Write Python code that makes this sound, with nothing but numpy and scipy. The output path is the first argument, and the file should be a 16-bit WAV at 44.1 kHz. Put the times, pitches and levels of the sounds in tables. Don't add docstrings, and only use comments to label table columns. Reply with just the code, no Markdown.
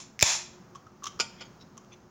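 import sys
import numpy as np
from scipy import signal
from scipy.fft import rfft, irfft
from scipy.io import wavfile

SR = 44100
rng = np.random.default_rng(int(sys.argv[2]) if len(sys.argv) > 2 else 0)


def unload_wav(signal):
    wavfile.write(
        sys.argv[1],
        SR,
        np.round(np.clip(np.atleast_2d(signal).T, -1, 1) * 32767).astype(np.int16),
    )


N = 92610
T = np.arange(N) / SR

# start_s, hold_s, level_db, sag_db_per_s, release_db_per_s
GAS_PUFFS = [(0, 0.005, -44, 21.5, 212), (0.231, 0.12, -27.5, 18.5, 212)]
# frequency_hz, gain_db
HISS_SPECTRUM = [(100, -45), (380, -36), (600, -13), (1000, -6.5), (1400, -12.5), (2400, -7.5),
                 (4800, -7.5), (5600, -1.5), (7350, -1.5), (7850, -22), (10500, -26.5), (12500, -45.5),
                 (15500, -44.5)]
SIZZLE_SPECTRUM = [(5000, -30), (8000, 1), (9200, -8), (10200, 1.5), (12500, -15), (15200, -10),
                   (16000, -18.5)]
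# centre_hz, width_hz, boost_db
LID_RESONANCES = [(930, 130, 3), (2400, 400, 3), (2950, 250, -3), (3480, 200, 4), (4220, 130, 4),
                  (5330, 90, 4), (5600, 110, 3), (5850, 200, -2), (6120, 70, 4), (6620, 90, 3),
                  (6790, 90, -5), (7130, 180, 3)]
# start_s, level_db, decay_s
TAB_TICKS = [(.1923, -20.5, 0.0008), (0.1965, -32.5, 0.00054), (0.2007, -28, 0.0017),
             (0.21, -13.5, 0.00061), (0.2139, -25.5, 0.0043), (0.2213, -14, .0009), (0.2356, -24.5, .0006),
             (.2400, -22.5, .0005), (1.1930, -33, .0008)]
HINGE_SNAPS = [(1.0403, -26, 0.0013), (1.7773, -39, 0.0014)]
# start_s, scrape_db, decay_s, ring_db, pitch_hz
TAB_SLIPS = [(0.7503, -49, 0.0039, -37.5, 1073), (0.7557, -49, 0.0088, -30.5, 1110),
             (.8675, -62.5, 0.0053, -38, 1280), (1.023, -58, .002, -36, 1214),
             (1.0289, -60, .003, -34.5, 1130), (1.0348, -44.5, 0.016, -56, 1140),
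             (1.0422, -37.5, 0.0043, -27.5, 1133), (1.056, -35, 0.0047, -29.5, 1136),
             (1.0665, -34.5, 0.01, -23, 1173), (1.0698, -34, 0.0044, -31, 1270),
             (1.0797, -41, 0.0016, -45, 1224), (1.192, -46, 0.0041, -31, 1265),
             (1.7709, -48.5, .001, -48, 1150), (1.7782, -49, 0.0052, -40, 1110),
             (1.8476, -55.5, .002, -70, 1147)]
# start_s, knock_db, ring_db, rise_s, tilt_db_per_khz, favoured_hz, boost_db
IMPACTS = [(1.1988, -21, -27, .0003, 0, 1450, 3), (1.4065, -40, -37, .003, -1.7, 3270, 7)]
# pitch_hz, level_db, t60_s
IMPACT_MODES = [(480, -19, .15), (915, -13, .25), (1190, -14, .18), (1448, -7, .15), (1916, -17, .2),
                (2342, -9, .17), (2480, -8, .12), (2950, -10, .14), (3140, -11, .14), (3257, -14, .18),
                (3601, -13, .15), (4490, -4, .11), (4945, -1, .13), (5319, -6, .12), (6169, -12, .15),
                (6982, -2, .09), (7138, -4, .15), (8100, -31, .28), (9400, -30, .17), (10500, -23, .085),
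                (11900, -29, .11)]
# centre_s, spread_s, level_db, lower_resonance_hz, upper_resonance_hz
FINGER_RUBS = [(1.41, 0.016, -49.5, 2160, 3260), (1.46, 0.012, -61.5, 4600, 6600),
               (1.617, 0.0092, -52.5, 3910, 5400), (1.932, 0.0098, -54, 2500, 3490),
               (1.933, 0.0059, -55, 5900, 6200)]
# frequency_hz, gain_db
TICK_SPECTRUM = [(200, -28), (1200, -16.5), (2200, -3), (3100, -8), (4400, -8.5), (5250, 3), (6600, -3.5),
                 (8200, -22.5), (10000, -33), (14500, -25)]
CRACK_SPECTRUM = [(40, -25), (300, -6), (800, 0.5), (1200, -19), (2300, -1), (2900, -8.5), (3500, 0.5),
                  (4300, -10), (5300, 0), (6600, -7.5), (7300, 2.5), (8000, -23), (13500, -34.5),
                  (14800, -14), (16000, -19.5)]
SCRAPE_SPECTRUM = [(200, -8), (700, -31), (1300, -3), (2300, -5.5), (3150, 5.5), (4600, -5), (5800, 7.5),
                   (7000, -1.5), (8200, -16.5), (13500, -37), (15500, -19)]
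SNAP_SPECTRUM = [(500, -17), (2400, -20), (3100, -11), (5000, -23), (6300, 10.5), (7400, -2), (8500, -27),
                 (11000, -18), (16000, -34)]
KNOCK_SPECTRUM = [(100, -22), (330, 0), (650, 5.5), (950, -4.5), (1400, 4.5), (1800, -8.5), (2500, 7.5),
                  (3900, -4), (5000, 11.5), (7200, -2), (8000, -16.5), (13000, -42), (15500, -46)]
RUB_SPECTRUM = [(300, -24), (2000, -2), (6900, -1), (8000, -22), (15000, -38)]
# frequency_hz, gain_db
RUMBLE_SPECTRUM = [(25, -19.5), (60, -10.5), (125, -2), (205, -0.5), (300, -9), (400, -11), (620, -13.5),
                   (1200, -14), (2200, -26.5), (3600, -33), (5500, -28), (6700, -28), (8100, -47.5),
                   (13500, -51), (15200, -36.5), (16000, -41.5)]
# time_s, level_db
RUMBLE_ENVELOPE = [(0, -56.5), (.35, -55.5), (.5, -54.5), (.6, -54), (.75, -54), (.95, -56.5), (1.13, -53),
                   (1.35, -53), (1.53, -52.5), (1.72, -55.5), (1.9, -54), (2.1, -57)]
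# pitch_hz, level_db
HUM_PARTIALS = [(120, -76.5), (204, -69.5), (360, -65.5)]
# frequency_hz, t60_s
DECAY_TIMES = [(100, .3), (500, .5), (2000, .56), (5000, .5), (7200, .44), (8500, .3), (15000, .26)]

CRACK_S = .2259


def gas_jet(rise_s=.0021, arch_db=4, sputter_db=.5):
    flow = 0
    for start_s, hold_s, level_db, sag_db_per_s, release_db_per_s in GAS_PUFFS:
        t = since(start_s)
        arch = np.sin(np.pi * np.minimum(t / hold_s, 1)) ** 2
        loss_db = sag_db_per_s * t + release_db_per_s * since(start_s + hold_s)
        flow += np.minimum(t / rise_s, 1) * amp(level_db + arch_db * arch - loss_db)
    hiss, sizzle = flow * amp(sputter_db * drift(hz=220)) * rng.standard_normal((2, N))
    sizzle *= amp(-24) * (flow / flow.max()) ** .3
    return colour(hiss, HISS_SPECTRUM, LID_RESONANCES) + colour(sizzle, SIZZLE_SPECTRUM)


def lid_fracture():
    ticks = sum(amp(level_db) * burst(start_s, decay_s) for start_s, level_db, decay_s in TAB_TICKS)
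    crack = amp(-6.5) * burst(CRACK_S, decay_s=.0022, hold_s=.0013)
    return colour(ticks, TICK_SPECTRUM) + colour(crack, CRACK_SPECTRUM, LID_RESONANCES)


def lid_thump(pitch_hz=106, decay_s=.0041, low_cut_hz=61):
    t = since(CRACK_S)
    pulse = amp(-15) * np.sin(2 * np.pi * pitch_hz * t) * np.exp(-t / decay_s)
    return signal.sosfilt(signal.butter(3, low_cut_hz, "high", fs=SR, output="sos"), pulse)


def tab_creaks(ring_rise_s=.0012, ring_decay_s=.0043):
    scrape, ring = 0, 0
    for start_s, scrape_db, decay_s, ring_db, pitch_hz in TAB_SLIPS:
        t = since(start_s)
        scrape += amp(scrape_db) * burst(start_s, decay_s)
        envelope = (1 - np.exp(-t / ring_rise_s)) * np.exp(-t / ring_decay_s)
        ring += amp(ring_db) * envelope * np.sin(2 * np.pi * pitch_hz * t)
    return colour(scrape, SCRAPE_SPECTRUM) + ring


def hinge_snaps():
    snaps = sum(amp(level_db) * burst(start_s, decay_s) for start_s, level_db, decay_s in HINGE_SNAPS)
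    return colour(snaps, SNAP_SPECTRUM)


def clinks(tilt_from_hz=410, favour_width_hz=260, waver_db=2.5):
    sound = 0
    for start_s, knock_db, ring_db, rise_s, tilt_db_per_khz, favoured_hz, boost_db in IMPACTS:
        t = since(start_s)
        onset = 1 - np.exp(-t / rise_s)
        tilt_db = lambda hz: tilt_db_per_khz * max(hz - tilt_from_hz, 0) / 1000
        spectrum = [(hz, gain_db + tilt_db(hz)) for hz, gain_db in KNOCK_SPECTRUM]
        knock = colour(onset * burst(start_s, decay_s=.014), spectrum)
        ring = 0
        for pitch_hz, level_db, t60_s in IMPACT_MODES:
            favour_db = boost_db * np.exp(-((pitch_hz - favoured_hz) / favour_width_hz) ** 2)
            envelope = amp(level_db + tilt_db(pitch_hz) + favour_db - 60 * t / t60_s)
            ring += envelope * np.sin(2 * np.pi * (pitch_hz * t + rng.random()))
        sound += amp(knock_db) * knock + amp(ring_db + waver_db * drift(hz=150)) * onset * ring
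    return sound


def finger_rubs(width_hz=550, boost_db=17.5):
    sound = 0
    for centre_s, spread_s, level_db, lower_hz, upper_hz in FINGER_RUBS:
        grains = unit(rng.standard_normal(N) * (rng.random(N) < .1))
        envelope = np.exp(-.5 * ((T - centre_s) / spread_s) ** 2)
        resonances = [(hz, width_hz, boost_db) for hz in (lower_hz, upper_hz)]
        sound += amp(level_db) * colour(grains * envelope, RUB_SPECTRUM, resonances)
    return sound


def room_tone(waver_db=3.5, waver_rad=.23):
    envelope = amp(np.interp(T, *np.transpose(RUMBLE_ENVELOPE)))
    rumble = envelope * colour(rng.standard_normal(N), RUMBLE_SPECTRUM)
    hum = 0
    for pitch_hz, level_db in HUM_PARTIALS:
        gain = amp(level_db + waver_db * drift(hz=12))
        hum += gain * unit(np.sin(2 * np.pi * pitch_hz * T + waver_rad * drift(hz=4.4)))
    return rumble + hum


def in_room(direct, wet_db, delay_s=.0035):
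    reflections = rng.standard_normal(SR) * (T[:SR] > delay_s)
    hz, t, bands = signal.stft(reflections, SR, nperseg=256)
    decay = amp(-60 * t / value_at(DECAY_TIMES, hz)[:, None])
    tail = signal.istft(bands * decay, SR, nperseg=256)[1]
    return direct + amp(wet_db) * signal.fftconvolve(direct, tail / np.linalg.norm(tail))[:N]


def colour(excitation, spectrum, resonances=(), size=4096):
    hz = np.fft.rfftfreq(size, 1 / SR)
    peaks_db = sum(boost_db / (1 + (2 * (hz - centre_hz) / width_hz) ** 2)
                   for centre_hz, width_hz, boost_db in resonances)
    gain_db = value_at(spectrum, hz) + peaks_db
    log_gain = np.log(amp(np.r_[gain_db, gain_db[-2:0:-1]]))
    response = np.exp(np.conj(signal.hilbert(log_gain)))
    taps = np.fft.ifft(response).real[:size // 2]
    return signal.oaconvolve(excitation, taps / np.linalg.norm(taps))[:N]


def burst(start_s, decay_s, hold_s=0):
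    return rng.choice([-1., 1.], N) * (T >= start_s) * np.exp(-since(start_s + hold_s) / decay_s)


def drift(hz):
    low_pass = np.exp(-(np.fft.rfftfreq(N, 1 / SR) / hz) ** 2)
    return unit(irfft(rfft(rng.standard_normal(N)) * low_pass, N))


def value_at(table, hz):
    table_hz, values = np.transpose(table)
    return np.interp(np.log(hz + 1), np.log(table_hz + 1), values)


def since(start_s):
    return np.maximum(T - start_s, 0)


def amp(db):
    return 10 ** (np.asarray(db) / 20)


def unit(x):
    return x / np.sqrt(np.mean(x ** 2) + 1e-20)


def scene():
    lid = in_room(lid_fracture() + hinge_snaps(), wet_db=-16) + lid_thump()
    gas = in_room(gas_jet(), wet_db=-13)
    friction = in_room(tab_creaks() + finger_rubs(), wet_db=-13.5)
    impacts = in_room(clinks(), wet_db=-18)
    return (lid + gas + friction + impacts + room_tone())[None]


def record(dry, ceiling=.72, cutoff_hz=16300):
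    saturated = dry / (1 + (dry / ceiling) ** 4) ** (1 / 4)
    low_pass = signal.firwin(255, cutoff_hz, window=("kaiser", 8), fs=SR)
    return signal.oaconvolve(saturated, low_pass[None], "same")


dry = scene()
out = record(dry)
unload_wav(out)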